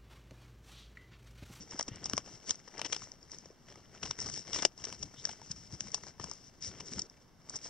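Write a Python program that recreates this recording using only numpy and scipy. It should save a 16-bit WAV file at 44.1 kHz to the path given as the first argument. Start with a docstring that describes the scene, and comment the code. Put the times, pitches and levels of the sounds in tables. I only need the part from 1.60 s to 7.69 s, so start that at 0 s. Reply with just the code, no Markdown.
"""Sliding something into a paper sleeve

A flat object is handled and slid back into its sleeve, close to a camera in a small, cluttered room.
Paper hisses as it slides, creases snap, stiff edges knock and the sheets bend with a low flutter.
The camera's two microphone openings ring near 5.5 kHz, which makes every rustle crisp."""
import sys
import numpy as np
from scipy import signal
from scipy.fft import rfft, irfft, next_fast_len
from scipy.io import wavfile
from scipy.ndimage import uniform_filter1d, map_coordinates

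SR = 44100
rng = np.random.default_rng(int(sys.argv[2]) if len(sys.argv) > 2 else 0)


def master_out(mix):
    """Clip the mix to full scale and print it as 16-bit PCM to the path in sys.argv[1]."""
    frames = np.transpose(np.atleast_2d(mix))
    ceiling = np.clip(frames, -1, 1)
    pcm = np.round(ceiling * 32767).astype(np.int16)
    wavfile.write(sys.argv[1], SR, pcm)


N = 268569
TIME = np.arange(N) / SR
BURST_TIME = np.arange(SR // 20) / SR  # the clock for one short sound

def amp(db):
    """Turn decibels into a gain."""
    return 10 ** (np.asarray(db) / 20)

def unit(x):
    """Scale each channel to an average power of 1."""
    return x / np.sqrt(np.mean(x ** 2, axis=-1, keepdims=True) + 1e-20)

def along(points, hz):
    """Read between the rows of a (freq_hz, value) table, octaves evenly spaced."""
    freqs, values = np.transpose(points)
    return np.interp(np.log(hz + 1), np.log(freqs), values)

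def curves(rows):
    """Join timed rows with straight lines, one curve for each column after the time."""
    times, *columns = np.transpose(rows)
    return [np.interp(TIME, times, column) for column in columns]

def wobble(rate):
    """A smooth curve through `rate` random values a second."""
    values = rng.standard_normal(int(N * rate / SR) + 4)
    return map_coordinates(values, [TIME * rate])

def pan(left_db):
    """Left and right gains that keep the total power the same."""
    gains = amp(np.outer([1, -1], left_db) / 2)
    return gains / np.sqrt(np.mean(gains ** 2, axis=0))

def add(track, start_s, sound):
    """Mix a stereo sound into the track."""
    part = track[:, max(round(start_s * SR), 0):][:, :sound.shape[1]]
    part += sound[:, :part.shape[1]]

# How a microphone opening boosts or dulls the sound: freq_hz, gain_db
MIC_TONE = [(2200, 2.5), (3100, -1.5), (4000, -2.5), (4900, 5.5), (5380, 18), (6000, 14), (6850, 2.5),
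            (7500, 1.5), (8400, -5), (10300, -39), (15000, -48)]
# How alike the two sides are: freq_hz, likeness (0 to 1)
MIC_LIKENESS = [(60, 0.9), (500, 0.99), (5000, 0.98), (12000, 0.4)]
# How far the right side lags: freq_hz, lag_radians
RIGHT_LAG = [(3700, 0.15), (4900, 0.55), (5500, 1.3), (7600, 3.3)]
# The right side's tone, a little brighter above 7 kHz: freq_hz, shape_db (lower is stronger)
RIGHT_TONE = [(6400, 7.14), (7400, 2)]

def rustle(envelope, tone):
    """Countless paper fibres slip, heard by both microphones. The envelope sets shape, not level."""
    n = len(envelope)
    noise = envelope * rng.standard_normal((2, n))
    size = 2 * next_fast_len(n)
    hz = np.fft.rfftfreq(size, 1 / SR)
    # a minimum-phase filter: it rings after a snap, never before
    cepstrum = irfft(np.log(amp(along(tone, hz) + along(MIC_TONE, hz))))
    one_sided = 1 + np.sign(size / 2 - np.arange(size))
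    one_sided[0] = 1
    left, other = rfft(noise, size) * np.exp(rfft(cepstrum * one_sided))
    alike = np.clip(along(MIC_LIKENESS, hz), 0, 1)
    right = alike * left + np.sqrt(1 - alike ** 2) * other
    right *= np.exp(-1j * along(RIGHT_LAG, hz)) * amp(-along(RIGHT_TONE, hz))
    return unit(irfft(np.array([left, right]), size)[:, :n])

def vary(tone, spread_db):
    """Every crease rings differently, so give its tone random peaks and dips."""
    hz = np.geomspace(200, 16000, 30)
    return np.transpose([hz, along(tone, hz) + spread_db * rng.standard_normal(len(hz))])

def shifting(x, depth_db):
    """The touching point moves over the paper, so peaks in its tone quickly come and go."""
    spectra = signal.stft(x, nperseg=256)[2]
    drift = rng.standard_normal(spectra.shape[1:])
    for axis in (0, 1):  # smooth over frequency, then time
        drift = uniform_filter1d(drift, size=4, axis=axis)
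    return unit(signal.istft(spectra * amp(depth_db * unit(drift)))[1][:, :N])

def catches(count, spread_db, life_s):
    """A spiky loudness curve: paper catches and lets go at random moments."""
    when, size = rng.random((count, 2)).T
    power = np.bincount((when * N).astype(int), amp(spread_db * size ** 2) ** 2, N)
    fade = np.exp(-2 * np.arange(SR // 50) / SR / life_s)
    return unit(np.sqrt(np.abs(signal.fftconvolve(power, fade)[:N])))

# The tone of the background: freq_hz, gain_db
BACKGROUND_TONE = [(125, 0), (1000, -11.5), (4200, -25), (5500, -19), (7000, -31.5), (15500, -37.5)]

def background(level_db=-64, side_db=-6):
    """The quiet room and the microphones' own hiss."""
    gain = amp(along(BACKGROUND_TONE, np.fft.rfftfreq(N, 1 / SR)))
    middle, side = irfft(rfft(rng.standard_normal((2, N))) * gain, N)
    side *= amp(side_db)
    return amp(level_db) * unit(np.array([middle + side, middle - side]))

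# Hand movements that slide and bend the paper: start_s, length_s, hiss_db, scrape_db, flex_db
HAND_STROKES = [(-0.02, 0.045, -51.5, -69, -54), (0.088, 0.058, -52, -55, -66),
                (0.258, 0.17, -74, -53, -54.5), (0.433, 0.18, -59, -58, -55.5),
                (0.622, 0.13, -56, -61, -61.5), (0.853, 0.055, -42, -55.5, -56.5),
                (1.131, 0.13, -66, -52.5, -63), (1.264, 0.18, -50.5, -78, -61),
                (1.693, 0.051, -48.5, -54.5, -64), (1.762, 0.1, -60, -65.5, -62),
                (2.057, 0.42, -65, -61, -65.5), (2.409, 0.09, -50, -58, -48),
                (2.569, 0.13, -47, -56, -50.5), (2.694, 0.11, -47, -61, -56), (2.842, 0.1, -51.5, -52, -61),
                (2.932, 0.1, -43, -48.5, -77), (3.159, 0.19, -51.5, -55, -60),
                (3.364, 0.1, -55.5, -76, -52.5), (3.558, 0.16, -52, -66, -60),
                (3.804, 0.266, -56.5, -80, -58.5), (4.098, 0.049, -51, -62, -49.5),
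                (4.186, 0.092, -50.5, -59, -55.5), (4.309, 0.19, -53.5, -58, -63),
                (4.59, 0.14, -54.5, -60, -57), (4.701, 0.18, -57.5, -71, -85),
                (5.003, 0.083, -42, -61, -56), (5.054, 0.18, -83, -59, -58), (5.246, 0.035, -45, -55, -68),
                (5.295, 0.1, -45, -54, -46.5), (5.88, 0.086, -53, -60.5, -60.5),
                (6.009, 0.057, -46.5, -59, -79)]

def effort(rest_db, voice, attack_s=0.031, release_s=0.019, push_db=0.5):
    """Loudness of hiss, scrape or flex: each stroke starts, pushes a little harder and fades to rest."""
    column = ["hiss", "scrape", "flex"].index(voice)
    power = amp(rest_db) ** 2 * np.ones(N)
    for start_s, length_s, *levels_db in HAND_STROKES:
        age = TIME - start_s
        attack = np.clip(age / attack_s, 0, 1)
        push = amp(push_db * (np.clip(age / length_s, 0, 1) - .5))
        release = np.exp(-np.maximum(age - length_s, 0) / release_s)
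        power += (amp(levels_db[column]) * attack * push * release) ** 2
    return np.sqrt(power)

# Paper stirring in the hand between strokes: time_s, level_db
RESTING_GRIP = [(0, -60), (.4, -59), (1.1, -64), (1.4, -54), (1.58, -68), (1.97, -71.5), (2.6, -61.5),
                (3.12, -72), (3.7, -59.5), (4.5, -69), (5.2, -63.5), (5.55, -70.5), (5.76, -79),
                (5.86, -64.5)]
# Tones of smooth sliding, rough scraping and the air in the sleeve: freq_hz, gain_db
HISS_TONE = [(1000, -18), (2500, -4), (4600, -2), (6000, -3), (8400, 0), (16000, 3)]
SCRAPE_TONE = [(120, -2), (400, 5), (950, -4), (3200, -2), (5600, -21)]
HOLLOW_TONE = [(260, -6.5), (560, -6), (900, -3.5), (1400, -9), (1850, -11), (3800, -22)]

def sliding(scrape_db=-1.5, crinkle_db=-8, pressure_db=2.4, shift_db=3):
    """Paper rubs on paper under uneven finger pressure; the same catches roughen hiss and scrape."""
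    grip_db, = curves(RESTING_GRIP)
    hiss_gain, scrape_gain = effort(grip_db, "hiss"), effort(grip_db - 1, "scrape")
    grain = catches(count=1100, spread_db=14.5, life_s=0.0014)
    smooth, rough = (np.sqrt(1 - share + share * grain ** 2) for share in (0.25, 0.66))
    hiss = hiss_gain * shifting(rustle(smooth, HISS_TONE), shift_db / 2)
    scrape = scrape_gain * amp(scrape_db) * shifting(rustle(rough, SCRAPE_TONE), shift_db)
    # loose folds give way on their own, with a duller crinkle
    folds = catches(count=260, spread_db=11.5, life_s=0.0028)
    crinkle = scrape_gain * amp(crinkle_db) * shifting(rustle(folds, HOLLOW_TONE), shift_db)
    return (hiss + scrape + crinkle) * amp(pressure_db * wobble(35))

# The low tone of a bending sheet: freq_hz, gain_db
SHEET_TONE = [(20, -15), (60, -1), (140, 3), (320, -6.5), (600, -23), (5000, -90)]

def flexing(flutter_db=3, rest_db=-68):
    """Bending sheets push the air in soft, uneven puffs."""
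    puffs = amp(flutter_db * np.minimum(wobble(60), 1))
    return effort(rest_db, "flex") * rustle(puffs, SHEET_TONE)

# The bright tone of paper fibres: freq_hz, gain_db
CRISP_TONE = [(2500, -24), (3600, -15.5), (4600, -2.5), (16000, -1)]
# Stiff edges ticking and loose folds giving way: start_s, level_db
EDGE_TICKS = [(0.109, -52.5), (0.2264, -47), (0.358, -56.5), (0.4412, -46.5), (0.567, -44), (0.955, -57.5),
              (1.1792, -52), (1.5165, -53.5), (1.628, -62.5), (1.7167, -53), (1.785, -55.5), (2.601, -44.5),
              (2.678, -50), (2.738, -48.5), (3.177, -57), (3.728, -56), (4.317, -53), (4.628, -61),
              (4.696, -53.5), (4.734, -57), (5.4181, -43.5), (5.497, -60.5), (5.8958, -48)]
LOOSE_FOLDS = [(0.133, -56.5), (0.678, -66), (1.419, -56.5), (1.471, -63), (1.857, -60.5), (2.156, -61),
               (2.348, -63.5), (2.616, -66), (2.687, -54), (2.885, -66), (3.671, -56), (3.815, -60),
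               (4.435, -57), (4.467, -58.5), (5.382, -58.5), (5.904, -57.5)]

def crinkles(tick_s=0.00095, fold_s=0.0011, fold_crisp_db=-5, spread_db=4):
    """Edges flick past each other with a bright tick; loose folds give way with a dull one."""
    out, t = np.zeros((2, N)), BURST_TIME
    tick, fold = (t / decay_s * np.exp(-t / decay_s) for decay_s in (tick_s, fold_s))
    for start_s, level_db in EDGE_TICKS:
        add(out, start_s, amp(level_db) * rustle(tick, vary(CRISP_TONE, spread_db)))
    for start_s, level_db in LOOSE_FOLDS:
        dull = rustle(fold, vary(HOLLOW_TONE, spread_db))
        crisp = amp(fold_crisp_db) * rustle(fold, CRISP_TONE)
        add(out, start_s, amp(level_db) * (dull + crisp))
    return out

# Edges and fingers bumping the sleeve: start_s, pitch_hz, level_db
BUMPS = [(0.144, 280, -53), (0.283, 274, -51), (0.312, 110, -48.5), (0.535, 240, -43), (0.578, 645, -48.5),
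         (1.252, 292, -53), (1.903, 475, -60.5), (2.993, 282, -52.5), (3.049, 353, -45), (3.0501, 639, -36),
         (3.902, 142, -55), (4.127, 140, -49), (4.598, 480, -53.5), (4.6, 131, -52.5), (4.644, 154, -51.5),
         (5.073, 113, -52), (5.318, 214, -52), (5.371, 188, -51)]

def knocks(thud_db=-6, thud_s=0.0057):
    """The bumped sleeve swings about twice, with a dull thud near the same pitch."""
    out, t = np.zeros((2, N)), BURST_TIME
    for start_s, hz, level_db in BUMPS:
        cycles = hz * t
        swing = unit(np.sin(2 * np.pi * cycles) * cycles ** 2 * np.exp(-2.5 * cycles))
        thud = rustle(np.exp(-t / thud_s), [(hz / 4, -24), (hz / 2, 0), (hz, 0), (10 * hz, -60)])
        add(out, start_s, amp(level_db) * unit(swing + amp(thud_db) * thud))
    return out

def strain(gain_db=-19, rise_s=0.018):
    """Paper creaks under growing strain just before each of the snaps below."""
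    starts_s, _, crisp_db, _, _ = np.transpose(CREASE_SNAPS)
    peaks = np.bincount(np.round(starts_s * SR).astype(int), amp(crisp_db), N)
    # a fade run backwards swells up to each snap
    swell = signal.fftconvolve(peaks[::-1], np.exp(-BURST_TIME / rise_s))[:N][::-1]
    creak = 2 * rustle(np.ones(N), CRISP_TONE) + rustle(np.ones(N), SCRAPE_TONE)
    return amp(gain_db) * swell * creak

# Tones of a stiff fold cracking and of its brittle top: freq_hz, gain_db
CRACK_TONE = [(200, -22), (500, -10), (2100, -7), (3000, 5.5), (4200, -3.5), (5400, -33)]
GLINT_TONE = [(7000, -42.5), (10000, -5), (12500, 2.5), (16000, -8)]
# Creases snapping and edges catching: start_s, decay_ms, crisp_db, crack_db, hollow_db
CREASE_SNAPS = [(0.1914, 0.57, -40.5, -66, -58), (0.1956, 0.35, -53, -54, -44), (0.209, 1.1, -41, -80, -47),
                (0.28, 2.6, -47, -56.5, -56.5), (0.455, 3.1, -40.5, -56.5, -54.5),
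                (0.4972, 0.32, -44, -63, -54), (0.5338, 0.24, -40.5, -46, -47),
                (0.5783, 0.53, -38.5, -46.5, -52.5), (0.8924, 1.3, -42.5, -51, -77),
                (0.906, 1.3, -33.5, -45, -54), (1.0753, 3.1, -59, -68, -56.5),
                (1.193, 1.24, -49, -56, -49.5), (1.2152, 0.53, -45, -44.5, -77),
                (1.2451, 4.7, -44.5, -46.5, -54), (1.2599, 2.4, -48, -52.5, -52.5),
                (1.3246, 2.7, -37.5, -42, -53), (1.3454, 0.85, -50, -52.5, -77),
                (1.3631, 1.3, -46.5, -54, -54), (2.4296, 1.34, -45, -47.5, -60),
                (2.4496, 6.8, -47, -55, -53.5), (2.509, 0.9, -40.5, -50.5, -49.5),
                (2.5886, 1.1, -50.5, -58, -54), (2.611, 3, -44.5, -66, -77), (2.658, 4.9, -47.5, -65, -51),
                (2.6989, 0.38, -49, -66, -59), (2.9307, 1.5, -42, -49, -58), (2.94, 6.5, -38, -48.5, -55.5),
                (2.9872, 2.9, -47.5, -48, -49), (3.021, 2.9, -38.5, -49.5, -49),
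                (3.0308, 0.48, -60, -54, -46), (3.0505, 1.06, -27.5, -37, -60),
                (3.2392, 1.7, -45, -56, -55), (3.25, 1.5, -44, -60, -80), (3.3261, 0.39, -51.5, -55.5, -60),
                (3.4261, 2.4, -42.5, -59, -56.5), (3.6526, 0.7, -35.5, -58, -58),
                (3.69, 2.2, -56.5, -59.5, -49.5), (3.9105, 2.7, -42.5, -61.5, -72),
                (4.2056, 0.73, -41, -52.5, -76), (4.344, 0.76, -36, -49, -51.5),
                (4.5973, 1.1, -64, -65.5, -49.5), (4.6409, 0.82, -46.5, -65, -52.5),
                (4.7129, 0.99, -47, -91, -54), (5.201, 2.8, -50, -58.5, -57), (5.3922, 1.2, -40, -56, -62),
                (5.9557, 4.5, -42, -82, -66)]

def snaps(jolt_db=3.5, jolts_per_s=600, glint_db=-14.5, spread_db=3, tail_db=-28, tail_s=0.0088):
    """A crease gives way in a quick burst of uneven jolts, then a faint, brief tail follows."""
    out, t = np.zeros((2, N)), BURST_TIME
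    jolts = amp(jolt_db * wobble(jolts_per_s))
    for start_s, decay_ms, crisp_db, crack_db, hollow_db in CREASE_SNAPS:
        decay_ms = max(decay_ms, .3)
        age = t / (decay_ms / 1000)
        burst = age * np.exp(-age) + amp(tail_db) * np.exp(-t / tail_s)
        ragged = burst * jolts[round(start_s * SR):][:len(t)]
        fibres = amp(crisp_db) * rustle(ragged, CRISP_TONE)
        glint = amp(glint_db) / np.sqrt(decay_ms) * rustle(ragged, GLINT_TONE)  # quicker is brighter
        fold = amp(crack_db) * (rustle(ragged, vary(CRACK_TONE, spread_db)) + glint)
        air = amp(hollow_db) * rustle(burst, vary(HOLLOW_TONE, spread_db))
        add(out, start_s, fibres + pan(left_db=1) * fold + air)
    return out

def during(rows):
    """On between a table's first and last times, off elsewhere."""
    return (TIME > rows[0][0]) * (TIME < rows[-1][0])

# A finger sticking and slipping: time_s, slip_rate_hz, level_db
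FINGER_SLIPS = [(.305, 905, -67), (.34, 965, -60.5), (.378, 960, -67)]

def squeak(jitter=0.013):
    """A finger's slips fall into step for a moment and sing at two and three times their rate."""
    hz, level_db = curves(FINGER_SLIPS)
    phase = 2 * np.pi * np.cumsum(hz * (1 + jitter * wobble(301))) / SR
    return amp(level_db) * (np.sin(2 * phase) + np.sin(3 * phase)) * during(FINGER_SLIPS)

# Brief pitched ringing of the loudest crease snaps: start_s, pitch_hz, level_db
SNAP_RINGS = [(0.534, 1140, -25), (0.5783, 1100, -21.5), (1.2154, 1900, -34.5), (1.329, 3270, -25.5),
              (2.4294, 1350, -30), (2.5103, 1550, -40), (3.0503, 2884, -15.5), (3.052, 1850, -22.5),
              (3.652, 1680, -30.5)]

def snap_rings(ring_s=0.0015):
    """A loud snap leaves the paper ringing for a few cycles at its own pitch."""
    out, t = np.zeros((2, N)), BURST_TIME
    for start_s, hz, level_db in SNAP_RINGS:
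        attack = 1 - np.exp(-2 * hz * t)
        ring = np.sin(2 * np.pi * hz * t) * attack * np.exp(-t / ring_s)
        add(out, start_s, amp(level_db) * np.array([ring, ring]))
    return out

# An edge skidding across the sleeve: time_s, pitch_hz, level_db
EDGE_SKID = [(3.56, 3200, -66), (3.59, 3500, -58), (3.625, 3700, -66)]

def scuff():
    """A skidding edge makes a short, breathy noise that rises in pitch."""
    hz, level_db = curves(EDGE_SKID)
    breath = unit(wobble(1200) * np.sin(2 * np.pi * np.cumsum(hz) / SR))
    return amp(level_db) * breath * during(EDGE_SKID)

# The object rubbing along the inside of the sleeve: time_s, level_db
INSIDE_RUB = [(5.07, -56.5), (5.47, -57)]

def rub(centre_hz=400):
    """The object going in makes the sleeve sound hollow."""
    level_db, = curves(INSIDE_RUB)
    tone = [(centre_hz / 2, -16), (centre_hz, 0), (2 * centre_hz, -24)]
    return amp(level_db) * rustle(np.ones(N), tone) * during(INSIDE_RUB)

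def room(x, echo_db=-23, fade_s=0.045):
    """Boxes and shelves scatter a short, weak echo."""
    t = np.arange(SR // 4) / SR
    tail = rng.standard_normal((2, len(t))) * amp(-60 * t / fade_s) * (t > .003)
    tail /= np.linalg.norm(tail, axis=1, keepdims=True)
    return x + amp(echo_db) * signal.fftconvolve(x, tail, axes=1)[:, :N]

# Where the hands work: time_s, left_over_right_db
HAND_POSITION = [(.2, 3), (1.3, 6), (2, 3), (3.05, 6), (3.7, 4.5), (4.7, 6), (5.5, 3)]

def scene():
    """All the paper sounds, a little left of the camera, in the room."""
    left_db, = curves(HAND_POSITION)
    paper = strain() + snaps() + snap_rings() + knocks() + crinkles()
    paper += sliding() + flexing() + squeak() + scuff() + rub()
    return room(pan(left_db) * paper) + background()

def record(dry, notch_hz=2500, top_hz=15760):
    """The camera cuts out one narrow band and the very highest treble."""
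    notched = signal.lfilter(*signal.iirnotch(notch_hz, Q=11, fs=SR), dry)
    size = next_fast_len(N + SR // 2)
    kept = np.fft.rfftfreq(size, 1 / SR) < top_hz
    return irfft(rfft(notched, size) * kept, size)[:, :N]

dry = scene()
out = record(dry)
master_out(out)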